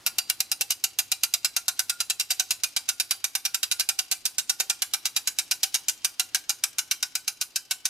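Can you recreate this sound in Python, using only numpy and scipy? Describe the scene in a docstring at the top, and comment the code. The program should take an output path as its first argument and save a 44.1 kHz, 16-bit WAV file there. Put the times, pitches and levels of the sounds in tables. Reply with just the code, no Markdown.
"""Quiet outdoor air and a low hum open the scene, and at once a hand winch under load raises a metal mast.
Its pawl scrapes up each ratchet tooth, drops and chatters: bursts of noise coloured by the steel frame.
Wheel and mast ring on faintly, gears rattle softly, and a few dull knocks and mast pings stand out.
Clicks turn fuller and thinner with every turn of the crank, and fill out as it speeds up.
The yard adds a short noise tail, a faint wash from the trees and one far echo."""
import sys
import numpy as np
from scipy import signal
from scipy.fft import rfft, irfft
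from scipy.io import wavfile

SR = 44100
rng = np.random.default_rng(int(sys.argv[2]) if len(sys.argv) > 2 else 0)


def pcm_store(signal):
    """Save signal as 16-bit PCM."""
    levels = np.round(np.clip(np.atleast_2d(signal), -1, 1) * 32767)
    wavfile.write(sys.argv[1], SR, levels.astype(np.int16).T)


N = 347949
TIME = np.arange(N) / SR
TEETH = 15  # teeth on the ratchet wheel: one turn of the crank

# Where the pawl may land; one resonance stands out in each range:
# lowest_hz [Hz], highest_hz [Hz], width_hz [Hz], boost_db [dB]
SEAT_RANGES = [(2595, 4240, 117, 3), (5100, 8380, 310, 4.5), (10640, 13600, 240, 4)]


def amp(db):
    """Decibels to gain."""
    return 10 ** (np.asarray(db) / 20)


def read(points, hz):
    """A spectrum table, joined by straight lines over log frequency."""
    f, value = np.transpose(points)
    return np.interp(np.log(hz + 1), np.log(f + 1), value)


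def glide(points, t):
    """A table of (s, value), joined by straight lines over time."""
    return np.interp(t, *np.transpose(points))


def add(mix, s, sound):
    """Mixes a sound in at time s."""
    part = mix[..., max(round(s * SR), 0):][..., :sound.shape[-1]]
    part += sound[..., :part.shape[-1]]


def bump(f, hz, width):
    """Bell of height 1 around a resonance."""
    return 1 / (1 + (2 * (f - hz) / width) ** 2)


def causal(db):
    """Minimum-phase response with the given gain: it rings only after the blow."""
    log_gain = np.log(amp(np.concatenate([db, db[-2:0:-1]])))
    return np.exp(np.conj(signal.hilbert(log_gain)))[:len(db)]


def widen(common, apart, same):
    """Left and right from two unrelated signals; same is their likeness, 0-1."""
    same = np.clip(same, 0, 1)
    return np.sqrt((1 + same) / 2) * common + np.sqrt((1 - same) / 2) * np.array([apart, -apart])


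def air(same=0.82, hum_hz=100, waver_hz=1.23):
    """Air as shaped noise whose whole rush slowly swells, its lowest part a little less; a wavering hum."""
    # Noise density of the air: pitch_hz [Hz], density_db [dB per Hz], before the swell
    air_density = [(20, -106), (60, -96.5), (120, -93), (180, -99), (300, -93), (480, -100), (900, -99),
                   (2000, -102), (5000, -100), (8000, -105), (13000, -110), (16000, -125)]
    # Rise and fall of the rush: time_s [s], gain_db [dB]
    air_swell = [(0, 7.5), (.8, 0.5), (2.5, 1), (3.3, -0.5), (4.8, 1.5), (5.5, 3.5), (7, 0.5), (7.9, -1)]
    # Far hum: time_s [s], level_db [dB RMS]
    hum_level = [(0, -79), (1.2, -74.5), (2.5, -79), (3.5, -84), (7.9, -91)]
    f = np.fft.rfftfreq(N, 1 / SR)
    spectrum = rfft(rng.standard_normal((2, N))) * amp(read(air_density, f)) * np.sqrt(SR / 2)
    swelling_share = read([(400, 0.79), (1200, 1)], f)
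    swelling = irfft(spectrum * swelling_share, N) * amp(glide(air_swell, TIME))
    steady = irfft(spectrum * (1 - swelling_share), N)
    common, apart = swelling + steady
    waver = np.interp(TIME, np.linspace(0, TIME[-1], 32), rng.standard_normal(32))
    hum = np.sqrt(2) * np.sin(2 * np.pi * np.cumsum(hum_hz + waver_hz * waver) / SR)
    hum *= amp(glide(hum_level, TIME))
    return widen(common, apart, same) + hum


def gears(per_s=22, tick_db=-48, ring_s=0.01, rise_s=0.00078, spread_db=8, size=2048):
    """Slack in the loaded gears makes faint soft rattles at random moments: band-passed noise puffs."""
    t = np.arange(size) / SR
    hits = (rng.random(N) < per_s / SR) * amp(spread_db * (rng.random(N) - .5))
    puff = np.exp(-t / ring_s) * (1 - np.exp(-t / rise_s))
    envelope = signal.oaconvolve(hits, puff)[:N]
    band = signal.butter(2, [2200, 6500], "bandpass", fs=SR)
    return amp(tick_db) * signal.lfilter(*band, envelope * rng.standard_normal((2, N)))


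def frame_colour(f, progress, seat_db=0.76, detune=0.018):
    """Gain of the steel frame in dB; each tooth loads its resonances a little differently."""
    # Broad colour of the struck winch: pitch_hz [Hz], gain_db [dB]
    steel = [(100, -42), (400, -28.5), (620, -22.5), (800, -17), (1900, -10), (2500, -1.5), (3300, -3.5),
             (5800, 2.5), (8300, -4), (11400, -8.5), (12700, -4.5), (14600, -11.5), (16000, -34)]
    # Damped resonances, shifting in strength as the mast rises:
    # pitch_hz [Hz], width_hz [Hz], start_db [dB], end_db [dB], each before the chance per tooth
    resonances = [(747.6, 150, 13, 10.5), (840, 30, 3.5, 4), (1110, 45, 2.5, -1.5), (1417, 110, 10, 4),
                  (1560, 204, 2.5, 12), (2325, 130, 4, 7.5), (2775, 138, 11, 6), (3872, 270, 8, 9),
                  (4804, 76, 11, 8.5), (5560, 220, 2, 5), (6420, 930, 0, 3), (7310, 280, 3.5, 2.5),
                  (9110, 194, 7, 8), (9930, 180, 9.5, 8.5)]
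    hz, width, start_db, end_db = np.transpose(resonances)
    chance = rng.standard_normal((len(resonances), 2))
    db = start_db + (end_db - start_db) * progress + seat_db * chance[:, 0]
    return read(steel, f) + bump(f[:, None], hz * (1 + detune * chance[:, 1]), width) @ db


def blow_colour(f, tooth, pace, heavy_tooth=14):
    """Colour of one blow in dB: fuller on the heavy side of the turn and when the crank runs fast."""
    # Colour by band: pitch_hz [Hz], mean_db [dB], heavy_db [dB at the tooth where the crank bears hardest],
    # pace_db [dB per doubling of pace], chance_db [dB, standard deviation]
    blow = [(740, -0.5, 0.7, 1.3, 0.5), (1260, 1.7, 2.5, -0.5, 0.85), (3000, 1.04, 0.1, 2, 0.55),
            (6250, 0.62, 0.15, 0, 0.4), (11500, 1.15, 0.4, 0.3, 0.65)]
    hz, mean_db, heavy_db, pace_db, chance_db = np.transpose(blow)
    heavy = np.cos(2 * np.pi * (tooth - heavy_tooth) / TEETH)
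    db = mean_db + heavy * heavy_db + pace * pace_db + chance_db * rng.standard_normal(len(hz))
    return read(np.column_stack([hz, db]), f)


def seat_colour(f, wear, slip=0.23):
    """Each tooth seats the pawl in its own way, a little differently at every turn."""
    low_hz, high_hz, width, db = np.transpose(SEAT_RANGES)
    place = np.clip(wear + slip * (rng.random(len(SEAT_RANGES)) - .5), 0, 1)
    return bump(f[:, None], low_hz * (high_hz / low_hz) ** place, width) @ db


def chatter(t, length, count=6, contact_s=0.00046, bounce_db=-5, loss_db=2.5):
    """Force of one tooth: the drop of the pawl, then uneven, on the whole weakening bounces."""
    ring_s, ring_share, uneven_db = .0032, .28, 9  # each blow shakes the frame for a while
    chance = rng.random((count, 2))
    bounces = (np.arange(count) + .3 + .7 * chance[:, 0]) / count * length * 1.6
    sizes = amp(bounce_db + uneven_db * chance[:, 1] - loss_db * bounces / length)
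    age = t - np.append(0, bounces)[:, None]
    since = np.maximum(age, 0)
    blows = (age >= 0) * (np.exp(-since / contact_s) + ring_share * np.exp(-since / ring_s))
    return np.sqrt(np.append(1, sizes) ** 2 @ blows)  # blows add as energy


def ratchet(size=4096, scrape_s=0.0033, hard_s=0.0048):
    """Every tooth excites the steel frame; two versions of the rattle share timing but not noise."""
    # Drops of the pawl: start_s [s], level_db [dB RMS over 25 ms, before the winch gain],
    # chatter_s [s, sets the spacing and fading of the bounces]
    drops = [(0.0636, -22, 0.0087), (0.1843, -22, 0.0037), (0.299, -22, 0.0017), (0.4039, -22.5, 0.0027),
             (0.516, -22.5, 0.0071), (0.6102, -22.5, 0.0068), (0.7056, -21.5, 0.0099),
             (0.8396, -21, 0.0059), (0.9873, -20.5, 0.0082), (1.1171, -21, 0.0052), (1.2343, -19.5, 0.0053),
             (1.3384, -20.0, 0.0059), (1.4466, -20.0, 0.0073), (1.5645, -21, 0.0064), (1.6818, -20, 0.0058),
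             (1.793, -20.5, 0.0068), (1.8964, -21.5, 0.0057), (2.0036, -21.5, 0.0071),
             (2.0996, -20.5, 0.0064), (2.198, -20.5, 0.0086), (2.3055, -19.5, 0.0086),
             (2.3971, -19, 0.0071), (2.5073, -19.5, 0.0071), (2.6354, -20, 0.007), (2.7638, -20.5, 0.0075),
             (2.8892, -20, 0.0052), (2.9995, -20, 0.0061), (3.109, -19.5, 0.0063), (3.2421, -21.5, 0.006),
             (3.3519, -21.5, 0.0051), (3.452, -21, 0.0068), (3.545, -21.5, 0.0061), (3.6305, -21, 0.0065),
             (3.7136, -20, 0.008), (3.7971, -19.5, 0.0078), (3.889, -19.5, 0.0061), (3.9898, -20.5, 0.0054),
             (4.1142, -20, 0.0079), (4.2543, -20.5, 0.0059), (4.3827, -20.5, 0.0087), (4.4955, -19, 0.0062),
             (4.6002, -20.0, 0.005), (4.6986, -19.5, 0.0053), (4.8205, -21, 0.0056),
             (4.9362, -20.5, 0.0067), (5.0551, -21, 0.0095), (5.1637, -19.5, 0.0076),
             (5.2734, -20.5, 0.0066), (5.3868, -20, 0.0073), (5.5111, -19, 0.0072), (5.6317, -18, 0.0064),
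             (5.743, -19.0, 0.01), (5.8843, -19.0, 0.0085), (6.0465, -19, 0.0052), (6.196, -19.5, 0.0062),
             (6.347, -19, 0.0074), (6.4945, -20, 0.007), (6.6377, -19, 0.0027), (6.784, -20.5, 0.0085),
             (6.9112, -19.5, 0.0064), (7.0273, -21.5, 0.0038), (7.1526, -22.5, 0.0051),
             (7.2788, -22, 0.0045), (7.4127, -22.5, 0.0085), (7.5592, -21.5, 0.005),
             (7.7102, -21.5, 0.0063), (7.8542, -20.5, 0.0052)]
    lead_in, span = .012, .025  # s of scrape room before the drop, s over which level is set
    usual_pace = 8.5  # teeth per s
    scrape_mean_db, scrape_pace_db, scrape_chance_db = -20, 4, 5  # pace: dB per doubling
    hard_share = [(3000, 0), (7000, 0.42), (13000, 0.99)]  # Hz, extra share
    scrape_tone = [(1000, 3.5), (2500, 3), (6000, 1), (12000, -5)]  # Hz, dB
    t, f = np.arange(size) / SR - lead_in, np.fft.rfftfreq(size, 1 / SR)
    out = np.zeros((2, N))
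    wear = rng.random((TEETH, len(SEAT_RANGES)))
    paces = -np.log2(np.gradient(np.transpose(drops)[0]) * usual_pace)  # doublings of the usual pace
    for tooth, ((s, db, length), pace) in enumerate(zip(drops, paces)):
        colour_db = frame_colour(f, s / TIME[-1])
        colour_db = colour_db + blow_colour(f, tooth, pace)
        colour_db = colour_db + seat_colour(f, wear[tooth % TEETH])
        grit = rng.standard_normal((2, size))
        blows = chatter(t, length) * grit
        # the first drop is the hardest contact, so it carries most of the top
        hard = rfft(blows * np.exp(-abs(t) / hard_s)) * read(hard_share, f)
        # riding up the tooth is a softer, duller contact that swells until the drop
        scrape_db = scrape_mean_db + scrape_pace_db * pace + scrape_chance_db * rng.standard_normal()
        climb = (t < 0) * np.exp(-abs(t) / scrape_s) * grit
        scrape = rfft(climb) * amp(scrape_db + read(scrape_tone, f))
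        click = irfft((rfft(blows) + hard + scrape) * causal(colour_db))
        rms = np.sqrt((click ** 2).sum(1, keepdims=True) / (span * SR))
        add(out, s - lead_in, amp(db) * click / rms)
    return out


def ringing(clicks):
    """Lightly damped modes of wheel and mast, driven by the clicks, sing on between them."""
    # Long modes: pitch_hz [Hz], start_db [dB gain], end_db [dB gain], t60_s [s]
    long_modes = [(782, -62, -63, .25), (1410, -65, -66, .22), (1510, -74, -62, .2), (1970, -71, -75, 1.0),
                  (2200, -70, -85, .6), (2970, -84, -66, .6), (3138, -73, -70, 1.0), (4075, -66, -80, .6),
                  (4668, -68, -76, .7), (6490, -73, -76, .5), (8580, -74, -76, .6), (13520, -69, -70, .4)]
    t, out = np.arange(SR) / SR, np.zeros((2, N))
    for hz, start_db, end_db, t60 in long_modes:
        mode = amp(-60 * t / t60) * np.sin(2 * np.pi * hz * t)
        sung = signal.oaconvolve(clicks, mode[None], axes=1)[:, :N]
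        out += amp(np.linspace(start_db, end_db, N)) * sung
    return out


def ports(pair, lead_ahead=.6, lead_per_db=0.1555, detour_from_db=1.0, detour_per_db=1.0):
    """The winch stands off to the side: the two ports differ in phase, level and fine detail."""
    # Likeness of the two ports: pitch_hz [Hz], likeness [0-1]
    likeness = [(700, .95), (1500, .92), (2700, .93), (4000, .77), (5500, .66), (8000, .7), (14000, .77)]
    # Phase by which left leads, before the moving lead factor: pitch_hz [Hz], phase_rad [rad]
    lead_phase = [(200, -1.1), (800, 0.2), (1500, -0.81), (2750, -1.49), (4000, -1.27), (5500, 0.27),
                  (7500, 0.49), (10000, 0.8)]
    # Fixed level offset, to which the shade is added: pitch_hz [Hz], left_minus_right_db [dB]
    balance = [(1500, 0.29), (3000, -1.7), (5200, -0.22), (7000, 0.34), (12000, 1)]
    # The winch lies to the right, then slips under the camera:
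    # time_s [s], left_minus_right_db [dB, before the share per band]
    aim = [(0, -1.5), (2.1, -2), (2.8, -2.5), (4.4, -3.5), (5.3, -2), (6.5, -1.5), (7.9, 1)]
    # Band in which the camera body bends the path to the left port: pitch_hz [Hz], share [rad per unit]
    detour_band = [(4000, 0.037), (5500, 0.89), (8000, 0.64), (9200, 1), (10200, 0.17)]
    # The camera tilts up, away from the winch: time_s [s], treble_db [dB, before the share per band]
    tilt = [(0, 10), (1.3, 4.5), (2.1, -3.5), (7.9, -3.5)]
    shade_share = [(1500, 0.41), (4500, 0.88)]  # Hz, share of the shade
    off_axis_share = [(9500, 0.16), (12500, 0.53)]  # Hz, share of the tilt
    f, t, (common, apart) = signal.stft(pair, SR, nperseg=256)
    shade_db = glide(aim, t)
    # the deeper the left port lies in the shade of the camera body, the more the phases part
    lead = lead_ahead - lead_per_db * shade_db
    detour = detour_per_db * np.maximum(-shade_db - detour_from_db, 0)
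    z = widen(common, apart, read(likeness, f)[:, None])
    balance_db = read(balance, f)[:, None] + np.outer(read(shade_share, f), shade_db)
    # off axis, the microphone loses its highest treble
    off_axis_db = np.outer(read(off_axis_share, f), glide(tilt, t))
    phase = np.outer(read(lead_phase, f), lead) - np.outer(read(detour_band, f), detour)
    side = np.array([1, -1])[:, None, None]  # left, right: each takes half the difference
    z = z * amp(side * balance_db / 2 + off_axis_db) * np.exp(.5j * side * phase)
    return signal.istft(z, SR, nperseg=256)[1][:, :N]


def scatter(same, t60, level_db, rise_s=0.0042):
    """A stereo noise tail of many small reflections, each band dying at its own speed."""
    common, apart = rng.standard_normal((2, SR))
    f, t, z = signal.stft(widen(common, apart, same), SR, nperseg=256)
    decay = read(t60, f)[:, None]
    even_energy = np.sqrt(2 * np.log(1000) / (decay * SR))  # long and short decays weigh alike
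    z *= amp(read(level_db, f)[:, None] - 60 * t / decay) * even_energy
    return signal.istft(z, SR, nperseg=256)[1][:, :SR] * np.clip(np.arange(SR) / SR / rise_s, 0, 1)


def yard(winch, count=6, echo_s=.092, echo_db=-32, near_same=0.86, trees_same=0.076):
    """Noise tails, crossfading in rotation, for near scatter and trees; a delayed slap from a far wall."""
    # Decay of the near yard: pitch_hz [Hz], t60_s [s]
    near_decay = [(500, 0.25), (1500, 0.1), (4000, 0.17), (9000, 0.2), (15000, 0.2)]
    # Strength of the near tail: pitch_hz [Hz], level_db [dB]
    near_level = [(700, -6.5), (1500, -3), (3000, -14), (6000, -13), (10000, -9.5), (14000, -13)]
    # Decay of the wash from the trees: pitch_hz [Hz], t60_s [s]
    trees_decay = [(3000, 1.5), (14000, 2.5)]
    # Strength of that wash: pitch_hz [Hz], level_db [dB]
    trees_level = [(700, -18), (5000, -25), (14000, -72)]
    out = np.zeros((2, N))
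    for k in range(count):
        # moves to the next of the six tails eight times per second
        turn = (TIME * 8 - k + count / 2) % count - count / 2
        share = np.cos(np.pi / 2 * np.clip(turn, -1, 1))
        tail = scatter(near_same, near_decay, near_level) + scatter(trees_same, trees_decay, trees_level)
        out += signal.oaconvolve((winch * share)[None], tail, axes=1)[:, :N]
    slap = signal.lfilter(*signal.butter(1, 9000, fs=SR), winch)
    add(out, echo_s, amp([[echo_db + 3], [echo_db - 2]]) * slap)  # stronger on the left
    return out


def knocks(rise_s=0.0025):
    """The mount's damped modes answer a shift of the load with a short hollow knock."""
    # Dull knocks as the load settles: start_s [s], level_db [dB gain on the mount modes]
    shifts = [(.607, -41), (4.599, -38.5)]
    # Modes of the mount: pitch_hz [Hz], level_db [dB within the knock], t60_s [s]
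    mount_modes = [(442, -5, 0.056), (496, 5.5, 0.028), (546, -3, 0.061), (893, 0.5, 0.047)]
    t, out = np.arange(SR // 5) / SR, np.zeros(N)
    knock = sum(amp(db - 60 * t / t60) * np.cos(2 * np.pi * hz * t) for hz, db, t60 in mount_modes)
    for s, db in shifts:
        add(out, s, amp(db) * knock * (1 - np.exp(-t / rise_s)))
    return out


def pings(hz=1424, t60=0.2, rise_s=0.0049):
    """The mast's strongest mode, struck through the mount; a close twin makes it beat."""
    # Teeth that catch hard enough to make the mast ping: start_s [s], level_db [dB gain on the mode pair]
    catches = [(1.236, -43), (1.897, -34), (2.892, -33.5), (3.455, -46), (3.713, -42), (4.497, -39.5)]
    t, out = np.arange(SR // 2) / SR, np.zeros(N)
    for s, db in catches:
        twin_hz = hz * (1 - .04 * rng.random())
        pair = .75 * np.sin(2 * np.pi * hz * t) + .5 * np.sin(2 * np.pi * twin_hz * t)
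        add(out, s, amp(db - 60 * t / t60) * pair * (1 - np.exp(-t / rise_s)))
    return out


def scene(winch_db=-1.59):
    """The winch close by, the mast and its mount, the yard around them."""
    clicks = amp(winch_db) * ratchet()
    winch = clicks + ringing(clicks) + gears()
    mast = knocks() + pings()
    return ports(winch) + mast + yard(winch[0] + mast) + air()


def record(dry, edge_hz=16200):
    """The recorder's band limit: a steep low-pass."""
    low_pass = signal.firwin(511, edge_hz, window=("kaiser", 9), fs=SR)
    return signal.oaconvolve(dry, low_pass[None], "same")


dry = scene()
out = record(dry)
pcm_store(out)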